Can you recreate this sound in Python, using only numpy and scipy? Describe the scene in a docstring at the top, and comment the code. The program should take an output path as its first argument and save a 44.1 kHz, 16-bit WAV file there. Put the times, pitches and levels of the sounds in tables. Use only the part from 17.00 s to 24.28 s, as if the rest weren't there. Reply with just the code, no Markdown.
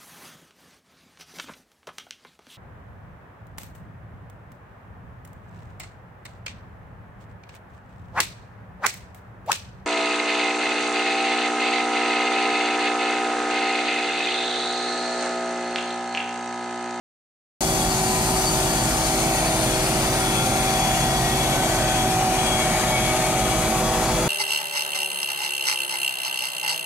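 """Rail grinder on a night street

A diesel truck crawls along a tram line, towing a rail grinder that comes nearer from the right.
The truck and a generator throb. The grinder's spindles (spinning shafts) drone, their gears whine,
and their stones hiss and squeal on the rail. The sound cuts in at once, heard through two closely
spaced microphone ports (openings)."""
import sys
import numpy as np
from scipy import signal
from scipy.fft import rfft, irfft, next_fast_len
from scipy.io import wavfile
from scipy.ndimage import uniform_filter1d, map_coordinates

SR = 44100
rng = np.random.default_rng(int(sys.argv[2]) if len(sys.argv) > 2 else 0)


def persist_wave(psi):
    """Save psi, clipped to +-1, as 16-bit WAV."""
    counts = np.round(np.clip(psi, -1, 1) * 32767).astype(np.int16)
    wavfile.write(sys.argv[1], SR, np.atleast_2d(counts).T)


N = 321048


def amp(db):
    """Turn decibels into a gain to multiply by."""
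    return 10 ** (np.asarray(db) / 20)


def unit(x):
    """Scale a signal so that its average power is 1."""
    return x / np.sqrt(np.mean(np.abs(x) ** 2) + 1e-20)


def along(points, hz):
    """Read between (frequency, value) points, giving every octave equal room."""
    freqs, values = np.transpose(points)
    return np.interp(np.log(hz + 1), np.log(freqs + 1), values)


def clock():
    """The time of each sample in seconds."""
    return np.arange(N) / SR


def curve(points):
    """Join (time, value) points with straight lines, one value per sample."""
    times, values = np.transpose(points)
    return np.interp(clock(), times, values)


def wobble(rate):
    """A smooth curve through `rate` random values a second."""
    knots = rng.standard_normal(4096)
    coarse_times = np.arange(0, N + 64, 64) / SR
    return np.interp(clock(), coarse_times, map_coordinates(knots, [coarse_times * rate], mode="wrap"))


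def swell(peak_s, length_s, db):
    """A gain that rises to db at peak_s and dies away again, lasting length_s in all."""
    return amp(db) * np.cos(np.pi * np.clip((clock() - peak_s) / length_s, -.5, .5))


def filtered(x, response):
    """Multiply each frequency in x by the gain that response(hz) gives."""
    size = next_fast_len(N + 8192)
    return irfft(rfft(x, size) * response(np.fft.rfftfreq(size, 1 / SR)), size)[..., :N]


def angle(hz):
    """The growing angle of something that turns hz times a second."""
    return 2 * np.pi * np.cumsum(hz * np.ones(N)) / SR


def tone(phase, db):
    """A sine wave at level db, starting anywhere in its cycle."""
    return np.sqrt(2) * amp(db) * np.sin(phase + 2 * np.pi * rng.random())


def rush(spectrum, patchy_db):
    """Stereo noise of power 1 with drifting loud and soft patches; the ports agree less in the treble."""
    # how alike the two ports sound: f/Hz, likeness/0-1
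    likeness = [(200, 0.98), (750, 1), (1250, 0.63), (2300, 0.57), (3300, 0.63), (7000, 0.09), (10000, 0.4),
                (14000, 0)]
    noise_grid = signal.stft(rng.standard_normal((2, N)), nperseg=1024)[2]
    patches = uniform_filter1d(rng.standard_normal(noise_grid.shape[1:]), size=4, axis=0)  # over pitch
    patches = uniform_filter1d(patches, size=24, axis=1)  # over time
    pair = signal.istft(noise_grid * amp(patchy_db * unit(patches)), nperseg=1024)[1][:, :N]
    spread = lambda hz: np.arccos(np.clip(along(likeness, hz), 0, 1)) / 2
    shares = lambda hz: [np.cos(spread(hz)), np.sin(spread(hz))]
    mid, side = filtered(pair, lambda hz: amp(along(spectrum, hz)) * shares(hz))
    return unit(np.array([mid + side, mid - side]))


def bearing():
    """The grinder's angle to the right of straight ahead as it rolls along a straight track."""
    speed_m_per_s, track_distance_m, straight_ahead_s = 1.23, 7.02, 7.97
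    return np.arctan(speed_m_per_s * (straight_ahead_s - clock()) / track_distance_m)


def approaching(closest_db, growth):
    """A level that moves towards closest_db as the grinder nears: up if growth is positive, else down."""
    nearness_db = 20 * np.log10(np.cos(bearing()))
    return closest_db + growth * nearness_db


def arriving(pair, lag_ms):
    """Sound from the right reaches the left port a little later."""
    lag = lag_ms * SR / 1000
    return np.array([map_coordinates(pair[0], [np.arange(N) - lag], order=5), pair[1]])


def street_echoes(x, path_m, shrink_m_per_s, echo_db):
    """The truck's side and the paving return four weak echoes, whose paths slowly shorten."""
    mix = x.copy()
    for path_share, shrink_share in rng.uniform(.3, 1, (4, 2)):
        extra_m = path_m * path_share - shrink_m_per_s * shrink_share * clock()
        delay = extra_m * SR / 343  # sound travels 343 m/s
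        echo = np.array([map_coordinates(port, [np.arange(N) - delay], order=3) for port in x])
        mix += amp(echo_db) * echo
    return mix / np.sqrt(1 + 4 * amp(echo_db) ** 2)


def exhaust(orders, shaft, waver_db):
    """Slightly unsteady exhaust tones; a tone's order is its number of cycles per turn of the shaft."""
    return sum(tone(order * shaft + 0.1 * wobble(6.8), db + waver_db * wobble(1.86))
               for order, db in orders)


def engines():
    """Truck and generator hold their speeds; burning fuel rumbles in time with the firings; a fan hums."""
    # tones of the truck's six cylinders, firing on order 3: order, level/dB
    truck_orders = [(2, -57), (3, -38), (4, -47), (6, -44.5), (7, -54), (10, -49.5), (11, -44.5), (12, -42),
                    (15, -47), (16, -48.5)]
    # tones of the generator's four cylinders, firing on order 2: order, level/dB
    generator_orders = [(2, -41), (4, -40.5), (5, -42.5), (6, -41.5), (8, -44.5), (9, -51)]
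    # noise of the burning fuel: f/Hz, level/dB
    rumble_spectrum = [(14, -30), (28, -9), (38, -2.5), (55, -5.5), (75, -8), (95, -10.5), (120, -2.5),
                       (170, -3.5), (240, -2), (285, -9), (340, -8), (430, -11), (650, -48)]
    # hum of the truck's fan: t/s, level/dB
    fan_levels = [(.6, -35.5), (1.2, -38.5), (1.7, -35), (2.8, -32.5), (3.6, -37.5), (4.85, -34),
                  (5.9, -38), (6.7, -34), (7.28, -34)]
    truck_shaft = angle(hz=14.22 + 0.015 * wobble(0.91))
    generator_shaft = angle(hz=27.56 + 0.025 * wobble(0.95))
    firings = np.cos(3 * truck_shaft) + np.cos(2 * generator_shaft)
    throb = unit(1 + 0.12 * firings)
    rumble = amp(-30.5 + .4 * wobble(2.2)) * throb * rush(rumble_spectrum, patchy_db=-0.5)
    fan = tone(angle(hz=323.4 + 0.87 * wobble(3)), curve(fan_levels) + 1.2 * wobble(5.4))
    # the exhaust booms briefly as the truck passes closest
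    boom = swell(peak_s=4.12, length_s=0.84, db=-30.5) * tone(9 * truck_shaft + wobble(8), db=0)
    truck = amp(-0.1) * exhaust(truck_orders, truck_shaft, waver_db=0)
    generator = exhaust(generator_orders, generator_shaft, waver_db=2.5)
    return rumble + fan + boom + truck + generator


def fluttering_notes():
    """Fluttering notes swell and die away: stones squealing on steel and swelling spindle overtones."""
    # one note a row: peak t/s, length/s, f/Hz, relative level/dB
    notes = [(1.18, 0.75, 1000, -42), (1.6, 1.4, 893, -42.5), (3.46, 0.82, 1382, -45),
             (3.408, 3.5, 2178, -47), (4.2, 0.62, 1903, -44.5), (4.203, 0.83, 700, -38.5),
             (4.75, 0.78, 1514, -43), (5.45, 1.1, 2416, -47), (5.718, 0.55, 2246, -39.5),
             (5.966, 0.15, 2246, -36), (6.004, 0.32, 876, -36), (6.076, 0.15, 2246, -36),
             (6.26, 0.11, 2230, -39), (6.2, 3.6, 1125, -47), (6.3, 1.4, 1251, -45.5), (6.8, 2.6, 654, -42),
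             (7.15, 1.5, 499, -38)]
    return sum(swell(peak_s, length_s, db) * tone(angle(hz + 4.5 * wobble(40)), 4.6 + 2.2 * wobble(20))
               for peak_s, length_s, hz, db in notes)


def gears_and_rail(turn):
    """Gear whines of two spindles surge and beat against each other; the rail rings under the stones."""
    # surges of the gear whine: peak t/s, length/s, relative level/dB
    surges = [(0.753, .36, -40), (1.723, .4, -42), (2.72, 0.22, -38), (3.376, 0.37, -32.5),
              (3.85, 0.7, -31.5), (4.4, 0.77, -33), (4.973, 0.54, -31), (5.53, 0.39, -29),
              (5.977, .35, -33), (6.5, .5, -39.5), (6.85, 0.33, -38), (7.22, .25, -42)]
    whine_gain = amp(-44.5) + sum(swell(*row) for row in surges)
    ring_flare = swell(peak_s=1.49, length_s=.22, db=-39)
    ring_gain = amp(approaching(-48, growth=-1.17)) + ring_flare
    flutter_db = lambda: 2.1 * wobble(28)
    mesh = 26.5 * turn  # gear teeth meet 26.5 times a turn
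    slip = angle(hz=-12 + 14 * wobble(7))  # the second whine is mostly a little lower
    first_whine = tone(mesh + .5 * wobble(45), -5.5 + flutter_db())
    second_whine = tone(mesh + slip + .5 * wobble(45), -14 + flutter_db())
    ring = tone(angle(hz=4535 + 20 * wobble(110)), 3.7 * wobble(35))
    upper_ring = tone(angle(hz=6640 + 60 * wobble(200)), -3 + flutter_db())
    return whine_gain * (first_whine + second_whine) + ring_gain * (ring + upper_ring)


def stones():
    """Stones scrape the rail, grainy with torn-off grit. Returns the scraping and the sparks' hiss."""
    # how hard the stones bite, as the loudness of their rasp: t/s, relative level/dB
    bite_levels = [(.6, -35.5), (1.3, -34.5), (1.8, -32.5), (3.4, -31.5), (4.2, -32), (4.9, -31),
                   (5.2, -31.5), (6, -31), (7.28, -33.5)]
    # low roar of the grinder's body: f/Hz, level/dB
    roar_spectrum = [(330, -45), (450, -11), (520, -8.5), (580, -4.5), (640, -2), (720, -2), (810, -3),
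                     (900, -5.5), (1000, -7.5), (1100, -11), (1400, -11), (2100, -48)]
    # rasp of stone on steel: f/Hz, level/dB
    rasp_spectrum = [(950, -63), (1400, -2), (1800, 1), (2100, -0.5), (2300, 2), (2600, -1), (3000, -4.5),
                     (3600, -3.5), (4100, -6), (5600, -45)]
    # hiss of the sparks: f/Hz, level/dB
    hiss_spectrum = [(3000, -18), (4100, -5.5), (4600, -3.5), (5300, -6), (6600, -2.5), (7100, -5),
                     (8200, -3), (9100, -2.5), (10300, -4.5), (11700, -14), (14000, -35)]
    # highest fizz of the sparks: f/Hz, level/dB
    fizz_spectrum = [(8000, -39), (11300, 2), (12800, -1), (15000, -6.5), (15800, -12)]
    bite_db = curve(bite_levels)
    effort_db = bite_db - bite_db.mean()
    chatter = amp(0.61 * wobble(30))
    grit = unit(amp(0.57 * wobble(500)))
    roar = amp(approaching(-27.6, growth=0.44) + 0.11 * effort_db) * rush(roar_spectrum, patchy_db=1.26)
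    rasp = amp(bite_db - 0.35) * rush(rasp_spectrum, patchy_db=2.0)
    hiss = amp(approaching(-30, growth=-0.65) + 0.13 * effort_db) * rush(hiss_spectrum, patchy_db=1.67)
    fizz = amp(approaching(-39, growth=-0.5)) * rush(fizz_spectrum, patchy_db=2.8)
    return chatter * (roar + grit * rasp), chatter * grit * (hiss + fizz)


def spindles(turn):
    """The spindles drone at multiples of their speed; street echoes make each tone fade on its own."""
    # brief dips in the hum on order 3: t/s, depth/dB
    hum_dips = [(1.93, 10), (2.5, 7), (3.95, 9), (5.87, 4)]
    # the main drone on order 6: t/s, level/dB
    drone_levels = [(.6, -34), (1.3, -31.5), (1.6, -35.5), (2.15, -30.5), (2.95, -36.5), (3.65, -26),
                    (4.05, -28.5), (4.75, -30.5), (5.25, -22.5), (5.55, -30), (6.7, -32), (7.03, -30),
                    (7.28, -50)]
    # weaker spindle tones: order, relative level/dB
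    weak_orders = [(1, -37.5), (2, -43.5), (4, -44.5), (7, -40.5), (8, -48), (9, -47), (10, -45.5),
                   (11, -47), (12, -50), (15, -48.5), (16, -49.5), (18, -44.5), (19, -52)]
    dip_db = sum(depth * swell(time, length_s=0.44, db=0) for time, depth in hum_dips)
    hum_db = approaching(-34.5, growth=-0.4) - dip_db
    hum = tone(3 * turn + .2 * wobble(15), hum_db + .9 * wobble(11))
    strong_tone = lambda order, db: tone(order * turn + .36 * wobble(24), db + 1.3 * wobble(16))
    growing_drone = strong_tone(order=5, db=approaching(-34, growth=2.3) + 3.1 * wobble(2.91))
    main_drone = strong_tone(order=6, db=curve(drone_levels))
    weak_tones = 0
    for order, db in weak_orders:
        fading_db = approaching(-0.6, growth=0.45) + 2.8 * wobble(3.5)
        weak_tones += tone(order * turn + 0.73 * wobble(16), db + fading_db)
    return hum + growing_drone + main_drone + weak_tones


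def scene():
    """The grinder rolls in from the right, its body ahead of the trailing sparks."""
    # spindle speed, sagging under load: t/s, turning rate/Hz
    spindle_speeds = [(0.6, 126.8), (1.2, 125.3), (2.2, 127.3), (3.1, 126.0), (3.65, 127.0), (4.05, 126.3),
                      (4.45, 126.7), (4.9, 125.5), (5.75, 124.8), (6.4, 125.2), (7.25, 126.9)]
    turn = angle(curve(spindle_speeds))
    lag_ms = 0.311 * np.sin(bearing())  # shrinks as the grinder nears the middle
    scraping, hiss = stones()
    body = arriving(scraping + spindles(turn) + fluttering_notes(), 0.51 * lag_ms)
    echoing_hiss = street_echoes(hiss, path_m=4, shrink_m_per_s=0.0074, echo_db=-15.5)
    sparks_and_whines = arriving(echoing_hiss + gears_and_rail(turn), lag_ms)
    return engines() + body + sparks_and_whines


def gain_control(x, target_db):
    """An automatic volume knob pulls the short-term level part of the way to a steady target."""
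    window_s, pull = 0.035, 0.55
    power = np.abs(uniform_filter1d(np.mean(x ** 2, axis=0), size=int(window_s * SR)))
    level_db = 10 * np.log10(power + 1e-6)
    return x * amp(pull * (target_db - level_db))


def record(dry):
    """The ports colour the sound by direction; its level is evened out and the highest treble is cut."""
    # sound from the side: f/Hz, left minus right level/dB
    side_balance = [(330, -2.2), (800, 0.2), (1200, 1.3), (1800, -3.5), (2300, 1.5), (2900, 12), (3900, 5),
                    (5400, 6.5), (6600, 9), (7700, 4.5), (9000, 5.5), (10500, -1), (13000, -4.5),
                    (15500, 5)]
    # sound from the front: f/Hz, left minus right level/dB
    front_balance = [(330, -2.0), (800, -1), (1200, 3.5), (1800, -2.5), (2300, 5), (2900, 12), (3900, 5),
                     (5400, 5), (6600, 12), (7700, 7), (9000, 3), (10500, -2.5), (13000, -3.5), (15500, -2)]
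    start_s, top_hz = 0.607, 15750
    split = np.array([[.5], [-.5]])  # half the difference to each port
    ports = lambda balance: filtered(dry, lambda hz: amp(along(balance, hz) * split))
    front_share = np.interp(clock(), [2.2, 5.8], [0, 1])
    heard = (1 - front_share) * ports(side_balance) + front_share * ports(front_balance)
    evened = gain_control(heard, target_db=-21)
    switched_on = clock() >= start_s
    return filtered(evened * switched_on, lambda hz: 1 / (1 + (hz / top_hz) ** 300))


dry = scene()
out = record(dry)
persist_wave(out)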